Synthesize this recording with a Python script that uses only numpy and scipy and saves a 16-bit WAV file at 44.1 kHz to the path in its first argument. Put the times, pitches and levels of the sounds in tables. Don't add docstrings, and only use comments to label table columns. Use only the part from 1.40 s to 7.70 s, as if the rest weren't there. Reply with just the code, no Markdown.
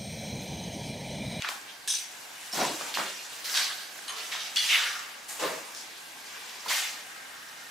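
import sys
import numpy as np
from scipy import signal
from scipy.fft import rfft, irfft, next_fast_len
from scipy.io import wavfile

SR = 44100
rng = np.random.default_rng(int(sys.argv[2]) if len(sys.argv) > 2 else 0)


def unload_wav(signal):
    wavfile.write(
        sys.argv[1],
        SR,
        np.round(np.clip(np.atleast_2d(signal).T, -1, 1) * 32767).astype(np.int16),
    )


def convert_level_to_amplitude(level_db):
    exponent = np.asarray(level_db, float) / 20
    return 10 ** exponent


N = 277830

# start_s, rise_s, swish_db, fibre_hiss_db, fall_db_per_s
SWEEPS = [(.0, 0.045, -39.5, -68, 152), (0.085, 0.0031, -52, -39.5, 156), (0.476, 0.0083, -26, -26.5, 143),
          (.95, 0.11, -55, -50.5, 60), (1.125, 0.02, -45, -37, 49), (1.15, .07, -38, -44, 55),
          (1.39, .02, -46, -46, 25), (1.541, 0.0032, -38, -41.5, 46), (1.92, .01, -54.5, -55, 21),
          (2.044, 0.0034, -41.5, -39, 70), (2.096, 0.026, -54, -38.5, 74), (2.141, 0.031, -31.5, -37.5, 87),
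          (2.681, 0.016, -46.5, -49, 14), (2.764, 0.012, -43.5, -47, 79), (2.917, 0.0042, -33.5, -53, 82),
          (3.159, 0.033, -23.5, -26.5, 66), (3.286, 0.027, -23.5, -41, 87), (3.883, 0.0043, -48, -40, 77),
          (3.994, 0.041, -39, -39.5, 89), (4.348, 0.0033, -51.5, -61, 47), (4.85, 0.26, -49, -55.5, 33),
          (5.249, 0.0097, -49, -46.5, 200), (5.282, 0.021, -31.5, -33.5, 72), (5.311, 0.061, -39, -35, 107)]
# start_s, level_db, shaking_s, touches_per_s, cloth_meanwhile_db
RATTLES = [
    (.477, -32.5, .02, 2200, -14),
    (.499, -27.5, .055, 2200, -5),
    (2.68, -37, .03, 2200, -6),
    (3.162, -25, .055, 2200, -14),
]
# pitch_hz, likeness (0 to 1)
AIR_LIKENESS = [(60, .99), (250, 0.81), (550, 0.23), (1650, 0.21), (4970, 0.58), (15000, 0.56)]


def rms_one(x):
    return x / np.sqrt(np.mean(x ** 2) + 1e-20)


def at_hz(points, hz):
    table_hz, value = np.transpose(points)
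    return np.interp(np.log(hz), np.log(table_hz), value)


def drift(rate_hz):
    hop = 40
    r = np.exp(-2 * np.pi * rate_hz * hop / SR)
    slow = signal.lfilter([1], [1, -2 * r, r * r], rng.standard_normal(N // hop + 2002))
    slow = slow[2000:]
    return np.interp(np.arange(N) / hop, np.arange(len(slow)), rms_one(slow))


def resonance(x, hz, width_hz):
    r = np.exp(-np.pi * width_hz / SR)
    w = 2 * np.pi * min(hz, .45 * SR) / SR
    return signal.lfilter([0, np.sin(w)], [1, -2 * r * np.cos(w), r * r], x + 1e-18)


def panned(x, pan_db):
    return x * convert_level_to_amplitude(np.array([[.5], [-.5]]) * pan_db)


def banded(source, spectrum, likeness, patchy_db, rate_hz, moving_db=lambda hz: 0, far=0):
    out = 0
    edges = 30 * 2 ** np.arange(0, 9.3, .35)
    for k, (low, high) in enumerate(zip(edges, edges[1:])):
        band = signal.butter(2, [low, high], "band", fs=SR, output="sos")
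        mid, side = signal.sosfilt(band, source[k % 2])
        hz = np.sqrt(low * high)
        alike = np.clip((1 - far) * at_hz(likeness, hz) + far * at_hz(AIR_LIKENESS, hz), 0, 1)
        gain = convert_level_to_amplitude(at_hz(spectrum, hz) + moving_db(hz) + patchy_db * drift(rate_hz))
        out = out + gain * (np.sqrt(1 + alike) * mid + np.sqrt(1 - alike) * side * [[1], [-1]])
    return out


def friction(slips_per_s, spread_db, smooth):
    zone_edges_hz = [120, 700, 2000, 5000, 15500]
    # pitch_hz, density_db per Hz
    fibre_spectrum = [(24, -64), (40, -36), (123, -34), (162, -13), (213, -17.5), (267, -8), (389, -7),
                      (499, -3.5), (1260, 3.5), (2600, 2.5), (6080, -1.5), (15700, -16)]
    # pitch_hz, likeness (0 to 1)
    near_likeness = [(60, .995), (250, .985), (500, .91), (1000, .78), (2000, .82), (4000, .76),
                     (8000, .66), (14000, .57)]
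    far_db, near_db = -55, -32.5

    zone_db, pan_db = zones()
    sizes = convert_level_to_amplitude(spread_db * np.minimum(rng.exponential(1, N), 5))
    slips = sizes * (rng.random(N) < slips_per_s * convert_level_to_amplitude(2.5 * drift(60)) / SR)
    grains = rms_one(signal.lfilter([.1], [1, -.9], slips))
    envelope = np.sqrt(smooth + (1 - smooth) * grains ** 2)
    source = envelope * rng.standard_normal((2, 2, N))

    lift_db = []
    for low, high, wanted_db in zip(zone_edges_hz, zone_edges_hz[1:], zone_db):
        density = np.mean(convert_level_to_amplitude(at_hz(fibre_spectrum, np.linspace(low, high, 50))) ** 2)
        lift_db.append(wanted_db - 10 * np.log10(density * (high - low) * 2 / SR))
    centres = np.log(np.sqrt(np.multiply(zone_edges_hz[1:], zone_edges_hz[:-1])))

    def moving_db(hz):
        shares = np.array([np.interp(np.log(hz), centres, one) for one in np.eye(4)])
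        return shares @ np.array(lift_db) + hollows(hz, width_octaves=.3)

    far = np.clip((near_db - np.max(zone_db, axis=0)) / (near_db - far_db), 0, 1)
    rustle = banded(source, fibre_spectrum, near_likeness, patchy_db=1.5, rate_hz=14,
                    moving_db=moving_db, far=far)
    return panned(rustle, np.clip(pan_db, -4, 4))


def zones():
    # start_s, rise_s, thud_db, mat_rasp_db, fall_db_per_s
    presses = [(.01, 0.053, -64, -41, 114), (.085, .012, -57.5, -45, 125), (1.13, 0.082, -26, -37.5, 127),
               (1.38, 0.033, -48, -44.5, 58), (1.562, 0.027, -36.5, -35, 149), (2.08, 0.095, -74, -40, 100),
               (2.681, 0.015, -55.5, -42, 62), (2.918, 0.012, -74, -47, 72), (3.163, .006, -72, -37.5, 29),
               (3.27, 0.077, -75, -48, 85), (3.885, .01, -58, -51, 15), (3.992, 0.044, -33.5, -34.5, 111),
               (4.8, 0.14, -67, -50.5, 35), (5.245, 0.021, -48.5, -45.5, 200), (5.284, 0.026, -61, -41, 46)]
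    # time_s, level_db, left_right_db
    stirring = [(0, -50.5, 1), (.3, -54.5, -2), (.44, -56, -1), (.75, -50.5, .3), (1.1, -49.5, .5),
                (1.8, -50, -1), (2.1, -46, 0), (2.5, -49, -2.5), (3.1, -47, -0.5), (3.4, -45, -0.5),
                (3.8, -53.5, 0.5), (4.1, -49.5, 0), (4.7, -52, -0.5), (5.2, -50.5, 0), (5.699, -52, .5),
                (6.3, -52, -1)]
    stirring_zones_db = [-14.5, -6, -3.6, -1.5]

    t = np.arange(0, N + 50, 50) / SR
    stir_s, stir_db, pan_db = np.transpose(stirring)
    faint = convert_level_to_amplitude(2 * (np.interp(t, stir_s, stir_db) + np.array(stirring_zones_db)[:, None]))
    moved = movements(presses, t, rises_db=(20, 12)) + movements(SWEEPS, t, rises_db=(5, 5))
    levels_db = 10 * np.log10(faint + np.array(moved))
    every_s = np.arange(N) / SR
    return [np.interp(every_s, t, level) for level in levels_db], np.interp(every_s, stir_s, pan_db)


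def movements(rows, t, rises_db):
    hold_share = 0.24
    start, rise, low_db, high_db, fall = np.transpose(rows)[:, :, None]
    rise = rise + 1e-4
    before_peak = np.minimum((t - start) / rise - 1, 0)
    fall_db = fall * np.maximum(t - start - (1 + hold_share) * rise, 0)
    powers = []
    for peak_db, rise_db in zip((low_db, high_db), rises_db):
        each = (t >= start) * convert_level_to_amplitude(2 * (peak_db + rise_db * before_peak - fall_db))
        powers.append(np.sum(each, axis=0))
    return powers


def hollows(hz, width_octaves):
    # start_s, end_s, centre_hz, lift_db
    fold_lifts = [(0, .2, 1860, 1), (.26, 0.338, 3100, 17), (1.106, 1.396, 883, 8.5),
                  (1.11, 1.287, 4940, 2.5), (1.55, 1.7, 1140, 1), (2.04, 2.503, 1610, 2.5),
                  (2.042, 2.49, 4200, 5.5), (2.08, 2.288, 5940, 4), (2.906, 3.15, 5700, 0),
                  (3.275, 3.43, 2360, 9), (3.308, 3.64, 1530, 7.5), (3.88, 3.99, 7260, 2),
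                  (3.97, 4.29, 544, 5.5), (1.197, 1.4, 386, 0.5), (4.332, 4.46, 5030, 6),
                  (4.335, 4.457, 7400, 5.5), (5.29, 5.496, 2100, 3.5), (5.67, 6.4, 1500, 8.5)]
    hop = 100
    out = np.zeros(N // hop + 1)
    t = np.arange(len(out)) * hop / SR
    for start, end, centre_hz, lift_db in fold_lifts:
        lasting = np.clip(np.minimum((t - start) / .03, (end - t) / .09 + .4), 0, 1)
        out += lift_db * lasting * np.exp(-(np.log2(hz / centre_hz) / width_octaves) ** 2)
    return np.repeat(out, hop)[:N]


def cloth_dip():
    t = np.arange(N) / SR
    quiet_db = 0
    for s, _, shaking_s, _, still_db in RATTLES:
        fade = np.exp(-(np.maximum(t - s, 0) / (2.5 * shaking_s)) ** 2)
        quiet_db = quiet_db + still_db * (t >= s) * fade
    return quiet_db


def early(x):
    level_db, decay_s = -8, .012
    out, t = np.zeros((2, N + 2000)), np.arange(2000) / SR
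    starts = [round(row[0] * SR) for row in SWEEPS[1:]]
    for a, b in zip([0] + starts, starts + [N]):
        echoes = rng.standard_normal(len(t)) * np.exp(-t / decay_s) * (t > .001)
        echoes *= convert_level_to_amplitude(level_db) / np.sqrt(np.sum(echoes ** 2))
        echoes[0] = 1
        echoes /= np.sqrt(np.sum(echoes ** 2))
        out[:, a:b + len(t) - 1] += signal.fftconvolve(x[:, a:b], echoes[None], axes=1)
    return out[:, :N]


def taps():
    # start_s, peak_db, centre_hz, left_right_db
    snaps = [(.022, -22.5, 3000, -3), (.061, -30, 3200, 0), (.088, -17.5, 3100, -1), (.0895, -22, 2600, -1),
             (.215, -34, 6000, -2), (1.541, -21, 3500, 1), (1.549, -23, 4500, 1), (2.097, -22, 4420, -3),
             (2.345, -35, 10000, -2), (4.349, -28, 5100, 0), (4.374, -33, 5590, 0), (5.095, -33, 4580, 0)]
    # start_s, peak_db, centre_hz, left_right_db
    knocks = [(.047, -22, 1800, 0), (.051, -26, 1900, 0), (.091, -26, 1200, 0), (1.41, -30, 1140, 0),
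              (1.554, -24, 3000, 0), (1.572, -19, 1100, -3), (1.599, -22, 1290, 0), (1.70, -31, 5500, 0),
              (1.865, -37, 6200, -2), (1.93, -38, 12500, 0), (2.058, -30, 3200, -1), (2.175, -18, 4300, 0),
              (2.58, -35, 9700, -3), (3.171, -17, 4400, 0), (3.357, -13, 2510, 0), (4.05, -24, 550, 1)]
    # start_s, peak_db, centre_hz, ring_cycles
    pings = [(.479, -35, 1680, 60), (.5, -35, 1660, 60), (.54, -38, 1690, 40), (1.119, -35, 5400, 40),
             (1.145, -32, 5350, 50), (1.16, -33, 5300, 50), (2.59, -35, 1490, 14), (2.95, -32, 1000, 12),
             (5.261, -31, 990, 12), (5.305, -29, 1000, 16), (5.314, -29, 1020, 16)]

    out, t = np.zeros((2, N)), np.arange(2000) / SR
    rows = [(*row, 2.7) for row in snaps] + [(*row, 6) for row in knocks]
    rows += [(s, db, hz, 0, cycles) for s, db, hz, cycles in pings]
    for s, db, hz, pan_db, cycles in rows:
        noise = rng.standard_normal(len(t))
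        burst = np.diff(noise * np.exp(-t / .0005), prepend=0)
        ring = resonance(resonance(burst, hz, hz), hz, 2 * hz / cycles)
        tap = ring / np.abs(ring).max() + .09 * burst / np.abs(burst).max()
        at = round(s * SR)
        out[:, at:at + len(t)] += panned(convert_level_to_amplitude(db + 2.5) * tap, pan_db)
    no_bass = signal.butter(2, 300, "high", fs=SR, output="sos")
    return signal.sosfilt(no_bass, out)


def rattles():
    # pitch_hz, width_hz, level_db
    guard = [(1710, 50, -10), (3370, 90, 2.5), (3840, 130, 2), (5060, 29, 5), (5550, 40, 10),
             (5450, 52, -14.5), (6045, 37, 16.5), (6570, 30, 6), (7050, 34, 2), (8270, 120, 4),
             (8970, 110, 3), (9560, 48, -8), (9950, 220, -0.5), (10700, 73, -1)]
    ring_fitting = [(1095, 57, 7.5), (1850, 72, -1), (2390, 81, -1), (3010, 39, 10), (3100, 25, 8),
                    (3470, 56, 5), (4200, 240, 2.5), (4300, 90, -8), (6430, 93, 5.5), (8200, 52, -6),
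                    (8350, 67, -2), (9800, 720, -4)]
    collar = [(1725, 28, 1), (1997, 15, 5), (2220, 87, -4), (2917, 59, 7.5), (3190, 13, 15), (3407, 62, 8),
              (4200, 50, 7), (4420, 25, -7), (4560, 80, 6.5), (5270, 91, -4), (5920, 33, 5), (6640, 32, -6),
              (8700, 31, -2), (11100, 120, -8)]

    out, t = np.zeros((2, N)), np.arange(SR // 2) / SR
    for (s, db, shaking_s, per_s, _), modes in zip(RATTLES, (guard, guard, ring_fitting, collar)):
        touches = (rng.random(len(t)) < per_s / SR) * np.exp(-t / shaking_s) * np.minimum(t / .002, 1)
        touches[0] = 1.2
        rings = 0
        for hz, width_hz, level_db in modes:
            for split in (-1, 1):
                uneven = touches * rng.standard_normal(len(t))
                ring = resonance(uneven, hz + split * .7 * width_hz, .55 * width_hz)
                rings = rings + panned(convert_level_to_amplitude(level_db) * width_hz * ring, 4 * rng.standard_normal())
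        at = round(s * SR)
        out[:, at:at + len(t)] += convert_level_to_amplitude(db - 9) * rms_one(rings)
    no_bass = signal.butter(4, 900, "high", fs=SR, output="sos")
    return signal.sosfilt(no_bass, out)


def squeak():
    # start_s, end_s, from_hz, to_hz, level_db
    heel_slip = (1.126, 1.142, 5700, 5100, -28.5)
    start, end, from_hz, to_hz, db = heel_slip
    part = np.clip((np.arange(N) / SR - start) / (end - start), 0, 1)
    phase = 2 * np.pi * np.cumsum(from_hz + (to_hz - from_hz) * part) / SR
    return panned(convert_level_to_amplitude(db) * np.sin(np.pi * part) * np.sin(phase), .1)


def hall(x):
    t60_s, wall_cut_hz, wide_above_hz = 1, 4100, 520
    size = next_fast_len(N + SR)
    w = 2 * np.pi * np.arange(size // 2 + 1) / size
    hz = w * SR / (2 * np.pi)
    dull = 1 / (1 + 1j * hz / wall_cut_hz) ** 0.54
    tail = np.zeros((2, len(w)), complex)
    for k, lag in enumerate(rng.uniform(.008, .04, 16) * SR):
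        loop = convert_level_to_amplitude(-60 * lag / SR / t60_s) * dull * np.exp(-1j * w * lag)
        tail[k % 2] += loop / (1 - loop) * (-1) ** (k // 2)
    mid = (tail[0] + tail[1]) / 2
    side = (tail[0] - tail[1]) / 2 * hz ** 2 / (hz ** 2 + wide_above_hz ** 2)
    thin = (hz / (hz + 250)) ** 2
    response = np.array([mid + side, mid - side]) * thin
    return irfft(response * rfft(x.mean(axis=0), size), size)[:, :N]


def ventilation():
    # pitch_hz, density_db per Hz
    air_spectrum = [(12, -56), (20, -31.5), (220, -6.5), (291, -6.5), (601, -3.5), (773, -1.5), (864, 11.5),
                    (1310, -22.5), (1550, -4), (2170, 0), (6800, -12), (14400, -15.5), (15700, -52)]
    # pitch_hz, width_hz, level_db
    duct_mode = (1590, 90, -58)
    noise = rng.standard_normal((2, 2, N))
    air = rms_one(banded(noise, air_spectrum, AIR_LIKENESS, patchy_db=1.3, rate_hz=3))
    hz, width_hz, db = duct_mode
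    duct = rms_one(resonance(rng.standard_normal(N), hz, width_hz)) * convert_level_to_amplitude(db + 1.2 * drift(1.5))
    return convert_level_to_amplitude(-49.5) * air + duct


def scene():
    cloth = early(convert_level_to_amplitude(cloth_dip()) * friction(slips_per_s=2000, spread_db=2.5, smooth=0.86))
    hard = taps() + rattles() + squeak()
    reverberation = hall(convert_level_to_amplitude(-18.5) * hard + convert_level_to_amplitude(-30) * cloth)
    return cloth + hard + reverberation + ventilation()


def roll_off(x):
    return signal.sosfilt(signal.butter(12, 15860, fs=SR, output="sos"), x)


def record(dry):
    treble_cut = signal.cheby2(10, 40, 16200, fs=SR, output="sos")
    mix = signal.sosfilt(treble_cut, dry)
    return roll_off(mix)


dry = scene()
out = record(dry)
unload_wav(out)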